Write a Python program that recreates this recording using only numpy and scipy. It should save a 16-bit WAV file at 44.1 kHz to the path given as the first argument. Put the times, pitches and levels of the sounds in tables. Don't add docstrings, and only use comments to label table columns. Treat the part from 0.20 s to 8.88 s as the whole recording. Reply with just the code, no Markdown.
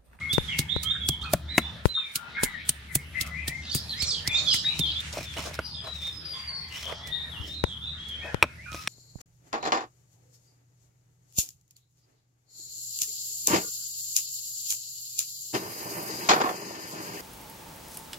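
import sys
import numpy as np
from scipy import signal
from scipy.io import wavfile
from scipy.ndimage import uniform_filter1d

SR = 44100
rng = np.random.default_rng(int(sys.argv[2]) if len(sys.argv) > 2 else 0)


def materialize(psi):
    bounded = np.clip(np.atleast_2d(psi).T, -1, 1)
    quanta = np.round(bounded * 32767).astype(np.int16)
    wavfile.write(sys.argv[1], SR, quanta)


N = 382788

# frequency in Hz, t60 in s, relative level in dB.
STONE_MODES = [(329, 0.047, -6), (475, 0.013, -6.5), (620, 0.016, 11.5), (983, 0.007, 9.5),
               (1330, 0.0051, 10.5), (2070, 0.011, 11.5), (2390, 0.0072, 18), (3600, 0.0036, 15),
               (5520, 0.0064, 6.5), (8400, 0.0029, 9)]
# multiple of the thud frequency, level in dB against the thud setting.
SLAB_SWINGS = [(1.599, -8.5), (2.2, -14.5)]

FADE_S = .018


def undb(db):
    return 10 ** (np.asarray(db) / 20)


def unit(x):
    return x / np.sqrt(np.mean(x ** 2))


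def decay(t, t60):
    return 1000. ** (-t / t60)


def band(x, hz, width, order=1):
    edges = np.clip([hz - width / 2, hz + width / 2], 10, SR / 2.2)
    return signal.sosfilt(signal.butter(order, edges, "bandpass", fs=SR, output="sos"), x)


def two_ports(mid, side):
    return mid + side * np.array([[1], [-1]])


def walk(rate):
    k = max(int(SR / rate), 1)
    held = np.repeat(rng.standard_normal(N // k + 1), k)
    return unit(uniform_filter1d(uniform_filter1d(held, k), k)[:N])


def slow_noise(count, hz):
    low_pass = signal.butter(4, hz, fs=SR, output="sos")
    return unit(signal.sosfilt(low_pass, rng.standard_normal(count + 400))[400:])


def add(out, x, s, pan_db):
    i = int(s * SR)
    x = undb(np.array([[.5], [-.5]]) * pan_db) * x
    out[:, i:i + x.shape[1]] += x[:, :N - i]


def swell(loudest_s, rise_s, fall_s, start_db, end_db, fade_s=FADE_S):
    rise_s, fall_s = max(min(rise_s, loudest_s), .004), max(fall_s, .004)
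    t = np.arange(-rise_s, fall_s, 1 / SR)
    place = np.where(t < 0, t / rise_s, t / fall_s)
    fade = np.clip(np.minimum(t + rise_s, fall_s - t) / fade_s, 0, 1)
    level_db = np.where(t < 0, start_db, end_db) * np.abs(place)
    return loudest_s - rise_s, place, fade * undb(level_db)


def glide(place, *hz):
    ease = 0.73
    eased = place - ease * np.sin(2 * np.pi * place) / (2 * np.pi)
    return uniform_filter1d(np.interp(eased, [-1, 0, 1], hz), size=160, mode="nearest")


def thud(db, hz, late_s, t60):
    t = np.maximum(np.arange(0, .2, 1 / SR) - late_s, 0)
    return undb(db) * np.sin(2 * np.pi * hz * t) * decay(t, t60)


def pounds():
    # time in s, relative levels of crackle, crunch and thud in dB,
    # thud frequency in Hz, crackle t60 in s, left minus right of the food in dB.
    blows = [(0.13, -17, -25, -39, 152, 0.085, -3.5), (0.389, -8, -17.5, -31.5, 149, 0.06, -2.5),
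             (0.6322, -16, -27.5, -47, 73, 0.068, -1), (0.8876, -5, -19, -47, 141, 0.023, -1),
             (1.014, -47, -47.5, -45, 75.4, 0.36, 0), (1.1349, -3.5, -17.5, -32, 139, 0.011, -2),
             (1.3789, -8, -40, -62, 223, 0.036, 0), (1.6554, -24, -37, -39.5, 94, 0.13, -1),
             (1.956, -7.5, -19.5, -49.5, 158, 0.048, -1), (2.2335, -3.5, -20.5, -41.5, 253, 0.062, -2),
             (2.4916, -3.5, -19.5, -43, 147, 0.034, -1.5), (2.7526, -2, -22.5, -61, 144, 0.033, 0),
             (3.01, -8.5, -19.5, -43, 138, 0.047, -1.5), (3.0634, -30.5, -40.5, -49, 80.5, 0.11, -4),
             (3.279, -13, -24, -63, 144, 0.064, -1), (3.548, -8.5, -30, -33.5, 150, 0.099, 1),
             (3.823, -22, -23, -41, 93, 0.069, -3), (4.0756, -14, -19.5, -38.5, 123, 0.026, 0),
             (4.34, -19, -22, -45, 152, 0.12, 0), (4.592, -15, -23.5, -34, 160, 0.043, -4),
             (4.804, -31, -37, -56, 116, 0.04, 1), (4.927, -55, -33.5, -50, 66.5, 0.042, 0),
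             (6.872, -30, -39, -50, 85.6, 0.063, -2), (7.884, -39, -47, -67, 110, 0.11, -4),
             (8.5163, -64, -47, -49.5, 138, 0.062, -5)]
    # centre in Hz, width in Hz, relative level in dB.
    crackle_bands = [(8600, 4650, 9), (9400, 1300, -0.5), (11740, 3100, 4), (15200, 1800, 4.5),
                     (6300, 6600, -11.5)]
    out, t = np.zeros((2, N)), np.arange(-.04, .2, 1 / SR)
    after, before = np.maximum(t - .002, 0), np.maximum(.002 - t, 0)
    grain_db = 2.6 * rng.exponential(size=(len(blows), 1, len(t) // 22 + 1))
    grains = undb(grain_db.repeat(22, axis=2)[..., :len(t)])
    crackle = rng.standard_normal((len(blows), 2, len(t))) * grains
    crackle = two_ports(crackle[:, :1], 0.77 * crackle[:, 1:])
    highs = unit(sum(undb(db) * band(crackle, f, w, order=2) for f, w, db in crackle_bands))
    mids = unit(band(crackle, 5330, 4740, order=2))
    rise = np.exp(-before / 0.0021) + undb(-24.5) * np.exp(-before / 0.018)
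    spray = undb(-28.0) * decay(after, 0.18) + undb(-37.0) * decay(after, 0.14)
    for (s, crackle_db, crunch_db, thud_db, hz, t60, pan_db), high, mid in zip(blows, highs, mids):
        fall = 0.41 * np.exp(-after / 0.00061) + decay(after, max(t60, .01)) + spray
        food = undb(crackle_db - 14.5) * high + undb(crunch_db - 3.0) * mid
        add(out, food * rise * fall, s + t[0], pan_db)
        swings = sum(thud(thud_db + 11.5 + db, k * hz, 0.00487, 0.073) for k, db in SLAB_SWINGS)
        add(out, swings + thud(thud_db + 15.5, hz, 0.00487, 0.05), s, 4.5)
    return out


def snaps():
    # start in s, ring level in dB, ring frequency in Hz, t60 in ms, left minus right in dB.
    ticks = [(0.3911, -10, 4530, 3, -5), (0.394, -20, 4460, 2.5, -2), (0.8893, -13.5, 5700, 2.7, -7),
             (1.1354, -5, 11500, 1.3, -2), (1.38, -17, 6800, 1.5, -12), (1.6587, -27, 4100, 1.5, 3),
             (2.4926, -5, 8700, 6, -1), (2.4958, -9.5, 8900, 7.4, 3), (2.7536, -2, 14500, 1, -1),
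             (2.754, -12, 8900, 6, -3), (3.2822, -22, 4900, 1.5, 0), (3.5494, -7, 7300, 1.2, 1),
             (3.8227, -13.5, 4530, 1.8, 2), (4.0762, -9.5, 5030, 4.6, -9), (4.343, -22, 4650, 1.5, -4),
             (4.5927, -12, 5650, 1.4, -7), (5.137, -37.5, 5000, 1.5, 0), (8.2262, 0, 2480, 9, 2),
             (8.2402, -22, 2460, 13, -2), (8.519, -30, 6000, 3, -4), (8.53, -25, 3500, 2.5, -7),
             (8.5465, -30, 6000, 5, -3)]
    out, t = np.zeros((2, N)), np.arange(0, .02, 1 / SR)
    for s, db, hz, t60_ms, pan_db in ticks:
        tick = np.sin(2 * np.pi * hz * t) * decay(1000 * t, max(t60_ms, .3))
        tick[:2] += undb(-14) * np.array([-1, 1])
        add(out, undb(db) * tick, s, pan_db)
    return out


def knocks():
    # time in s, relative ring levels near 630, 1330, 1950 and 2430 Hz in dB,
    # relative thud level in dB, thud frequency in Hz, left minus right in dB.
    contacts = [(0.89, -34, -39, -62, -61, -31.5, 142, 2), (1.134, -16, -47, -37, -49, -33, 181, 2),
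                (1.379, -10.5, -14, -2, -31.5, -31.5, 231, 3), (2.755, -40.5, -43, -61, -35, -32, 144, 2),
                (3.28, -45, -46, -44, -50, -39, 143, 3), (4.074, -50, -57, -47, -44, -68, 120, 2),
                (4.341, -59, -47, -27.5, -33, -66, 150, -3.5), (4.97, -31.5, -64, -55, -52, -53, 67.3, -1),
                (4.984, -33, -51, -53, -47, -44, 148, 2), (5.008, -39, -58, -65, -45, -44.5, 150, 1),
                (5.167, -36.5, -55, -61, -35, -64, 147, -2), (5.189, -34, -33, -61, -41, -45.5, 160, 2),
                (5.27, -32, -50, -55, -57, -52, 149, 3), (5.31, -42, -59, -58, -57, -62, 151, -2),
                (5.334, -54, -52, -56, -47, -53, 167, 2), (5.389, -22.5, -18.5, -36, -47, -65, 240, -2),
                (6.723, -39.5, -54, -33, -53, -69, 72, -13), (8.225, -38, -8, -34, -17, -40, 149, 3),
                (8.238, -30, -20, -45, -51, -46, 245, 0), (8.544, -33.5, -39, -62, -42, -45, 120, 1),
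                (8.673, -44, -49, -91, -17.5, -51, 60.7, 2)]
    detune_spread = .014
    body_db, body_s = -2, .005
    out, t = np.zeros((2, N)), np.arange(0, .2, 1 / SR)
    chances = rng.standard_normal((len(contacts), len(STONE_MODES)))
    for (s, *ring_db, thud_db, hz, pan_db), chance in zip(contacts, chances):
        ring = 0
        for (f, t60, db), detune in zip(STONE_MODES, chance):
            share_db = np.interp(f, [630, 1330, 1950, 2430], ring_db)
            tone = np.sin(2 * np.pi * f * (1 + detune_spread * detune) * t)
            ring = ring + undb(db + share_db) * tone * decay(t, t60)
        contact = undb(-26) * rng.standard_normal(len(t)) * np.exp(-t / 0.0041)
        contact[0] = 1
        ring = signal.fftconvolve(ring, contact)[:len(t)] * (1 - np.exp(-t / 0.00067))
        body = band(rng.standard_normal(len(t)), 1320, 430) * np.exp(-t / body_s)
        body = undb(ring_db[0] + body_db) * body / np.abs(body).max()
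        swings = sum(thud(thud_db + 23.0 + db, k * hz, 0.0003, 0.016) for k, db in SLAB_SWINGS)
        ground = swings + thud(thud_db + 10.0, hz, 0.0016, 0.099)
        add(out, ring + body + ground, s + 0.001222, pan_db)
    return out


def bumps():
    # time in s, relative level in dB, swing in Hz, t60 in s, edge in ms, left minus right in dB.
    pushes = [(0.179, -12, 150, 0.014, 0.072, 33), (0.561, -16.5, 80, 0.012, 0.096, 26),
              (1.653, -9.5, 85, 0.017, 0.069, 32.5), (2.231, -14, 160, 0.013, 0.057, 23.5),
              (7.194, -23, 83.6, 0.068, 3.4, 15), (7.437, -9.5, 83, 0.0083, 0.044, 27),
              (8.142, -17.5, 117, 0.013, 0.041, 32)]
    out, t = np.zeros((2, N)), np.arange(0, .2, 1 / SR)
    for s, db, hz, t60, edge_ms, pan_db in pushes:
        jolt = np.cos(2 * np.pi * hz * t) * decay(t, t60) * (1 - np.exp(-1000 * t / edge_ms))
        second = .5 * np.interp(t - .0021, t, jolt, left=0)
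        slow_swing = thud(-10.5, 0.22 * hz, 0.0018, 0.082)
        add(out, undb(db - 4.0) * (jolt + second + slow_swing), s + 0.0028, pan_db)
    return out


def drags():
    # loudest moment, rise and fall in s, levels of stone rumble, grit and hiss in dB.
    strokes = [(4.936, 0.02, 0.057, -42, -47, -45), (4.983, 0.05, 0.093, -41.5, -40, -43),
               (5.184, 0.038, 0.05, -34, -39, -44), (5.04, 0.061, 0.05, -62, -50, -43),
               (5.14, 0.015, 0.028, -60, -45, -45), (5.225, 0.04, 0.065, -45, -46, -42),
               (5.274, 0.036, 0.061, -34.5, -56, -45), (5.355, 0.041, 0.021, -51, -50, -41.5),
               (5.645, 0.029, 0.032, -47, -61, -73), (5.675, 0.035, 0.055, -39, -56, -82),
               (5.84, 0.13, 0.16, -59, -46, -44.5), (6.569, 0.1, 0.15, -81, -43.5, -42),
               (6.725, 0.081, 0.047, -34.5, -66, -79), (6.872, 0.023, 0.053, -77, -46, -42),
               (7.274, 0.081, 0.1, -63, -64, -43.5), (8.06, 0.055, 0.06, -43, -78.5, -86),
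               (8.136, 0.025, 0.015, -39, -57, -71.5), (8.549, 0.048, 0.058, -52, -47, -46),
               (8.63, 0.094, 0.057, -75, -56, -43)]
    start_db, end_db, fade_s = -16, -19, .022
    click_db = 2.32 * rng.exponential(size=N // 50 + 1).repeat(50)[:N]
    clicks = rng.standard_normal((2, N)) * undb(click_db + 1.6 * walk(90) + 1.47 * walk(30))
    clicks = two_ports(clicks[0], 0.58 * clicks[1])
    ring = [undb(db) * band(clicks, f, 2.3 / t60) * np.sqrt(t60) for f, t60, db in STONE_MODES]
    rumble, grit = unit(sum(ring[:4])), unit(sum(ring[4:7]))
    hiss = band(clicks, 3640, 2100) + 0.5 * band(clicks, 3970, 540)
    hiss = unit(hiss + 1.8 * band(clicks, 5260, 400) + 0.23 * band(clicks, 14600, 7800))
    out = np.zeros((2, N))
    for *times, rumble_db, grit_db, hiss_db in strokes:
        s, _, gain = swell(*times, start_db, end_db, fade_s)
        at = slice(int(s * SR), min(int(s * SR) + len(gain), N))
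        gain = gain[:at.stop - at.start]
        for layer, db in ((rumble, rumble_db), (grit, grit_db), (hiss, hiss_db)):
            out[:, at] += layer[:, at] * undb(db) * gain
    return out


def song(notes, waver, husk_hz, octave_db, start_db=-3.5, end_db=-8.5, fade_s=FADE_S):
    out, tremble, flutter = np.zeros((2, N)), walk(260), walk(120)
    wander_db = 5.5 * walk(25)
    for *times, first, loudest, last, db, pan_db, husk_db in notes:
        s, place, gain = swell(*times, start_db, end_db, fade_s)
        hz = glide(place, first, loudest, last)
        at = np.minimum(int(s * SR) + np.arange(len(hz)), N - 1)
        phase = 2 * np.pi * np.cumsum(hz * (1 + waver * tremble[at])) / SR
        husky = np.sin(phase) * (1 + undb(husk_db) * slow_noise(len(hz), husk_hz))
        tone = husky + undb(octave_db) * np.sin(2 * phase)
        add(out, np.sqrt(2) * tone * gain * undb(db + 2.05 * flutter[at]), s, pan_db + wander_db[at])
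    return out


def near_bird():
    # loudest moment, rise and fall in s, first, loudest and last pitch in Hz, level in dB,
    # mean left minus right in dB, husk in dB against the tone.
    chirps = [(1.04, 0.011, 0.0083, 3440, 4200, 4430, -46.5, -2, 6.5),
              (3.52, 0.011, 0.057, 4350, 4620, 4900, -36.5, -10, -15),
              (3.724, 0.025, 0.02, 4130, 4105, 3070, -31.5, 0, -28),
              (3.805, 0.019, 0.014, 4900, 5170, 5430, -36.5, 2, -7),
              (3.822, .014, .01, 3900, 4475, 4500, -32, -4, -25),
              (3.841, 0.015, 0.016, 4480, 4470, 3130, -30, 1, -25),
              (3.898, 0.023, 0.024, 5800, 5100, 4130, -27.5, -5, -10),
              (3.936, 0.02, 0.016, 4550, 4760, 3580, -26.5, -1, -24),
              (3.965, 0.023, 0.014, 4400, 4600, 4600, -45, 3, -10),
              (3.95, 0.064, 0.062, 4000, 3310, 2960, -37, -1, -4),
              (3.6, 0.062, 0.025, 5100, 5300, 5100, -45.5, 1, -9),
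              (4.185, 0.014, 0.018, 4900, 4380, 4100, -36, -2, 1),
              (4.38, 0.032, 0.022, 4700, 4940, 4900, -37.5, -3, -5)]
    return song(chirps, 0.0046, 250.0, -36, start_db=-5, end_db=-5, fade_s=.005)


def chatter():
    # loudest moment, rise and fall in s, first, loudest and last pitch in Hz, relative level in dB,
    # left minus right in dB, drop per upper band in dB.
    rasps = [(3.559, 0.15, 0.15, 3650, 4470, 4600, -29.5, -1, 3.5),
             (3.699, 0.033, 0.13, 4300, 4390, 4230, -31, -2, 12),
             (3.911, 0.15, 0.061, 4430, 4790, 4120, -32.5, -1, 0.5),
             (4.172, 0.068, 0.18, 4100, 4220, 4740, -33, -2, 0),
             (4.338, 0.09, 0.15, 4814, 4520, 3850, -22, -1.5, 3),
             (4.721, 0.11, 0.13, 4330, 3910, 4180, -30, -3, 5)]
    out = np.zeros((2, N))
    for *times, first, loudest, last, db, pan_db, drop_db in rasps:
        s, place, gain = swell(*times, -12, -32)
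        hz = glide(place, first, loudest, last)
        buzz_hz = 520 * (1 + 0.093 * slow_noise(len(hz), 21.8))
        stutter = undb(2.9 * slow_noise(len(hz), 67.0))
        for k in range(-2, 7):
            phase = 2 * np.pi * np.cumsum(hz + k * buzz_hz) / SR
            slope_db = -1.5 * k ** 2 if k < 0 else -drop_db * k
            share_db = slope_db + 4.5 * slow_noise(len(hz), 20.0)
            rough = slow_noise(len(hz), 140.0) * stutter * np.sin(phase)
            add(out, rough * gain * undb(db - 5.0 + share_db), s, pan_db)
    return out


def birds():
    # loudest moment, rise and fall in s, first, loudest and last pitch in Hz,
    # relative level in dB, mean left minus right in dB, husk in dB against the tone.
    mid_notes = [(.162, 0.072, 0.013, 3370, 3670, 3440, -25, -1.5, -35),
                 (.285, 0.019, 0.078, 3640, 3326, 2580, -30, -3, -7.5),
                 (.525, 0.044, 0.067, 3270, 3663, 4060, -27.5, 0.5, -8),
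                 (.728, 0.086, 0.016, 3110, 3695, 3550, -25, -2, -31),
                 (.875, 0.076, 0.082, 3380, 3358, 3090, -27.5, -1, -35),
                 (.968, 0.017, 0.018, 3120, 3280, 3400, -42, -3, -17),
                 (1.026, 0.015, 0.01, 3280, 3400, 3300, -29, -3, 5),
                 (1.315, 0.037, 0.067, 3500, 3990, 4010, -33, -9.5, -30),
                 (1.36, 0.023, 0.026, 3960, 3910, 3750, -27.5, 3, -25),
                 (.76, 0.036, 0.076, 3700, 3540, 3620, -49, 0, -22),
                 (1.445, 0.034, 0.042, 3430, 3523, 3660, -32.5, -4, -17),
                 (1.71, 0.03, .045, 4020, 4066, 3750, -32, -6, -29),
                 (1.775, 0.037, 0.048, 3700, 3677, 3620, -21, -4, -11),
                 (1.79, 0.024, 0.033, 3600, 3420, 3260, -37, -3, -3),
                 (2.29, 0.051, 0.18, 3850, 3830, 3790, -52.5, -2, -16),
                 (4.11, 0.024, 0.044, 3660, 3490, 3560, -27, -2, -29),
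                 (4.172, 0.047, 0.04, 3450, 3738, 3530, -19, -6, -18),
                 (4.285, 0.031, 0.06, 3380, 3416, 2820, -22.5, -2, -9),
                 (4.355, .02, 0.027, 2850, 3010, 3280, -30, 0, -23),
                 (4.475, 0.038, 0.04, 3750, 3824, 3970, -19.5, 2.5, -16),
                 (4.54, 0.053, 0.048, 4000, 4050, 3750, -39, -1, -4),
                 (4.615, 0.018, 0.052, 3794, 3590, 3180, -21, -2, -25),
                 (4.675, 0.039, 0.043, 3330, 3190, 3350, -25.5, 0, -17),
                 (4.8, 0.054, 0.023, 3440, 3540, 3750, -26.5, -7.5, -7),
                 (5.06, 0.014, 0.1, 3620, 3580, 3200, -39, -2, -6),
                 (5.175, 0.012, 0.017, 3030, 2960, 3070, -37.5, -6, 4),
                 (5.555, 0.022, 0.069, 3680, 3590, 3260, -37, 2, 0),
                 (5.7, 0.05, 0.15, 4060, 3890, 3520, -34.5, 8, -13),
                 (5.855, 0.041, 0.06, 3560, 3663, 3630, -29.5, -0.5, -5.5),
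                 (6.545, 0.048, 0.057, 2920, 2850, 3700, -43.5, 0, 5),
                 (6.67, 0.052, 0.067, 3285, 3220, 3220, -44, 1, 9),
                 (6.84, 0.093, 0.084, 3250, 3420, 3490, -43.5, -1.5, -11),
                 (6.14, 0.027, 0.093, 3570, 3430, 3310, -44, 3, 4),
                 (6.935, 0.029, 0.13, 3600, 3650, 3744, -30.5, 0.5, -7),
                 (7.172, 0.059, 0.057, 3500, 2800, 2920, -37, 0, -21),
                 (7.22, 0.05, .06, 3250, 3150, 3080, -43, -2, 1),
                 (7.3, 0.019, 0.13, 3660, 3650, 3850, -36, 4, -15),
                 (7.36, 0.049, 0.063, 3850, 4100, 4050, -42, -4, -21),
                 (7.445, 0.022, 0.084, 3880, 3740, 3350, -38.5, 0, 1.5),
                 (7.54, 0.056, 0.056, 3300, 3300, 3270, -37, 0, -3),
                 (7.64, 0.034, 0.13, 3430, 3530, 3720, -35.5, -1.5, -5.5),
                 (7.69, 0.039, 0.046, 3770, 3914, 3800, -36.5, 5, -26),
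                 (7.81, .04, 0.11, 3120, 3320, 3370, -35.5, 6.5, -13),
                 (7.93, 0.053, 0.11, 3330, 3190, 3220, -36, 1, -7)]
    low_notes = [(.03, 0.037, 0.11, 2000, 2188, 2170, -32.5, 1.5, -10),
                 (.35, 0.067, 0.09, 2100, 2192, 2176, -33, 4, -6),
                 (.5, 0.058, 0.47, 2177, 2150, 2175, -49.5, 5, -6),
                 (1.065, 0.023, 0.05, 2440, 2533, 2420, -39.5, -9, -9),
                 (1.36, 0.085, 0.075, 1990, 2080, 1990, -49, 6, 4),
                 (1.85, 0.069, 0.08, 2660, 2340, 2070, -42.5, -2, -12),
                 (2.2, 0.057, 0.12, 2112, 2196, 1940, -33, 7, -8.5),
                 (2.36, 0.035, 0.015, 1967, 1814, 1680, -32, 10, -12),
                 (2.41, 0.053, 0.027, 1910, 2264, 2480, -46, -1, 4),
                 (2.72, 0.044, 0.046, 2250, 2024, 1920, -42.5, 9, -4),
                 (2.79, 0.031, 0.043, 1940, 2160, 2090, -44, 3, -2),
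                 (2.97, 0.035, 0.068, 1930, 2074, 2110, -32.5, 10, -7),
                 (3.01, 0.089, .07, 2300, 2630, 2600, -51, 0, 9.5),
                 (3.15, 0.05, 0.1, 1950, 2040, 2020, -39, 11, -12),
                 (3.215, 0.086, 0.043, 2150, 2460, 2580, -37, 2.5, -8),
                 (3.27, 0.045, 0.064, 2146, 2290, 2360, -43.5, 3, -1),
                 (3.35, 0.085, 0.063, 1812, 2090, 2150, -35.5, 5, -30),
                 (3.84, 0.12, 0.02, 1750, 2386, 2500, -41.5, 1, -11),
                 (4.115, 0.077, 0.094, 1750, 2410, 2530, -32, 5, -6.5),
                 (4.51, 0.082, 0.082, 1740, 2585, 2850, -43.5, 4, 4.5),
                 (6.17, 0.046, 0.41, 2066, 2130, 2035, -49, 5, -2),
                 (6.95, 0.13, 0.18, 1990, 1900, 1850, -47, -8, -25),
                 (8.05, 0.04, 0.094, 1866, 1830, 1810, -42.5, 3, -5),
                 (8.045, 0.048, 0.066, 2100, 2570, 2400, -40.5, 3, -21),
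                 (8.47, 0.1, 0.16, 1960, 2430, 2620, -45.5, -3, -17)]
    high_notes = [(5.465, 0.037, 0.076, 5130, 4840, 4240, -37.5, -3, -3),
                  (5.61, 0.2, 0.071, 4820, 4970, 5050, -42, 2, -27),
                  (5.975, 0.059, 0.048, 5250, 5110, 5230, -40.5, -15, -32),
                  (6.015, 0.019, 0.023, 4800, 4870, 4970, -39, 4, -15),
                  (6.07, 0.027, 0.0082, 4920, 4900, 5270, -29, 1, -16),
                  (6.13, 0.06, 0.13, 4840, 4823, 4700, -34.5, -2.5, -25),
                  (6.292, 0.033, 0.031, 4750, 4590, 4330, -30.5, -2, -37),
                  (6.34, 0.023, 0.11, 4400, 4490, 4380, -34, 4, -28),
                  (6.365, 0.03, 0.13, 4490, 4750, 4530, -42.5, 2.5, -4)]
    deep_notes = [(.69, 0.064, 0.031, 1300, 1290, 1320, -43.5, 8, -7.5),
                  (.76, 0.054, 0.027, 1612, 1580, 1470, -48, 6, 7),
                  (1.056, 0.034, 0.039, 1208, 1350, 1230, -36.5, 3.5, -4.5),
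                  (1.775, 0.014, 0.029, 1340, 1280, 1370, -39.5, 6, -5),
                  (2.05, 0.11, 0.17, 1402, 1412, 1440, -48, 10, -5),
                  (2.185, 0.03, 0.084, 1510, 1630, 1690, -39.5, 6, 2),
                  (6.17, 0.038, 0.045, 1040, 1070, 1050, -47, 1, -7),
                  (6.4, 0.12, 0.14, 1075, 1077, 1015, -58.5, 18, -31),
                  (8.065, 0.036, 0.048, 406, 665, 820, -43.5, 1, 3),
                  (8.09, 0.048, 0.07, 1450, 1693, 1510, -42, 2, -2),
                  (8.475, 0.02, 0.039, 1570, 1414, 1270, -43, -10, -5),
                  (8.55, 0.059, 0.11, 1282, 1267, 1243, -40.5, -0.5, -15)]
    calls = song(mid_notes, 0.0078, 260.0, -33.5) + song(low_notes, 0.012, 300.0, -30)
    calls += song(high_notes, 0.01, 830.0, -25) + song(deep_notes, 0.014, 260.0, -24)
    return undb(-4.5) * (calls + chatter())


def trees(x):
    break_s = 4.812
    t = np.arange(0, .45, 1 / SR)
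    echo = rng.standard_normal((2, len(t))) * decay(t, 0.37) * (1 - np.exp(-t / 0.0048))
    echo = echo / np.sqrt(np.sum(echo ** 2, axis=1, keepdims=True))
    parts = np.split(x, [int(break_s * SR)], axis=1)
    return np.hstack([signal.oaconvolve(part, echo, axes=1)[:, :part.shape[1]] for part in parts])


def chorus(count=240):
    out, t = np.zeros((2, N)), np.arange(0, .16, 1 / SR)
    husks = slow_noise(count * len(t), 220.0).reshape(count, -1)
    for (when, pitch, slide, size, lean), husk in zip(rng.random((count, 5)), husks):
        hz = 1350 * 2.4 ** pitch * (1 + 1.49 * (slide - .5) * t)
        note = np.sin(2 * np.pi * np.cumsum(hz) / SR) * (0.5 + husk) * np.hanning(len(t))
        add(out, undb(1.7 * size) * note, when * N / SR, 8 * (lean - .5))
    return unit(trees(out) + 0.1 * out)


def wide_noise(hz, width, wide, lean_db):
    mid, side = band(rng.standard_normal((2, N)), hz, width, order=2)
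    return two_ports(mid, wide * side) * undb([[lean_db / 2], [-lean_db / 2]])


def around():
    # time in s, relative levels of low drone, outdoor air and rustle in dB.
    levels = [(0.0, -42, -59, -47.5), (1.14, -43, -58, -62.5), (1.57, -45, -54.5, -61),
              (1.72, -58, -66.5, -57), (1.98, -65, -58, -54.5), (2.17, -54, -54.5, -61),
              (2.54, -50.5, -63.5, -57.5), (3.04, -43, -59.5, -58.5), (3.94, -47, -54.5, -50),
              (4.5, -44.5, -53.5, -47.5), (5.249, -46, -62, -46), (5.66, -48, -60.5, -58.5),
              (6.16, -51.5, -59.5, -53), (6.48, -49.5, -65, -56), (6.79, -49.5, -52.5, -61),
              (7.47, -46, -60.5, -57.5), (8.07, -48.5, -56.5, -58), (8.68, -50.5, -63, -53)]
    # frequency in Hz, relative level in dB per Hz.
    air_colour = [(15, -42), (25, 14), (49, -8), (83, -26), (159, -3.5), (422, -12.5), (1120, -10),
                  (1880, -16.5), (2820, -69), (3600, -11), (4240, -10), (11300, -79), (14000, -52),
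                  (15200, -48), (16500, -58)]
    # centre in Hz, width in Hz, relative level in dB.
    leaf_bands = [(2500, 2060, 4.5), (5000, 3900, -1), (7350, 2800, -7), (10600, 3200, -4.5)]
    s, *columns = np.transpose(levels)
    drone_db, air_db, rustle_db = (np.interp(np.arange(N) / SR, s, c) for c in columns)
    air, (colour_hz, colour_db), sway = 0, np.transpose(air_colour), walk(0.805)
    for hz in 28 * 2 ** np.arange(0, 9.3, .5):
        db = np.interp(np.log(hz), np.log(colour_hz), colour_db) + 1.33 * sway + 4.3 * walk(10.5)
        air = air + undb(db) * wide_noise(hz, hz / 3.7, 0.55, 1.0)
    drone = unit(wide_noise(74.47, 9.8, 0.1, 0.92))
    drone += undb(-4.5) * unit(wide_noise(132.6, 107, 0.09, 0.65))
    drone += undb(-9.5) * unit(wide_noise(114.6, 9.4, 0.15, 1.48))
    drone += undb(-10.0) * unit(wide_noise(156.5, 10.7, 0.15, 1.3))
    rustle = unit(sum(wide_noise(hz, w, 1.0, -0.89) * undb(db + 5.4 * walk(13)) for hz, w, db in leaf_bands))
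    hiss = undb(air_db + 8) * unit(air)
    return hiss + undb(-54) * chorus() + undb(drone_db) * drone + undb(rustle_db) * rustle


def scene():
    stone = pounds() + snaps() + knocks() + bumps() + drags()
    far, near = birds(), near_bird()
    calls = far + near
    port_lag = 0.023
    late = signal.lfilter([port_lag, 0, 1], [1, 0, port_lag], calls[0])
    echoes = trees(undb(-1) * far + undb(-3) * near + undb(-27) * stone)
    return stone + np.array([late, calls[1]]) + echoes + around()


def record(dry):
    dry = signal.sosfilt(signal.butter(3, 48., "highpass", fs=SR, output="sos"), dry)
    top_cut = signal.ellip(10, .2, 70, 16000, fs=SR, output="sos")
    return signal.sosfilt(top_cut, np.clip(dry, -1, 1))


dry = scene()
out = record(dry)
materialize(out)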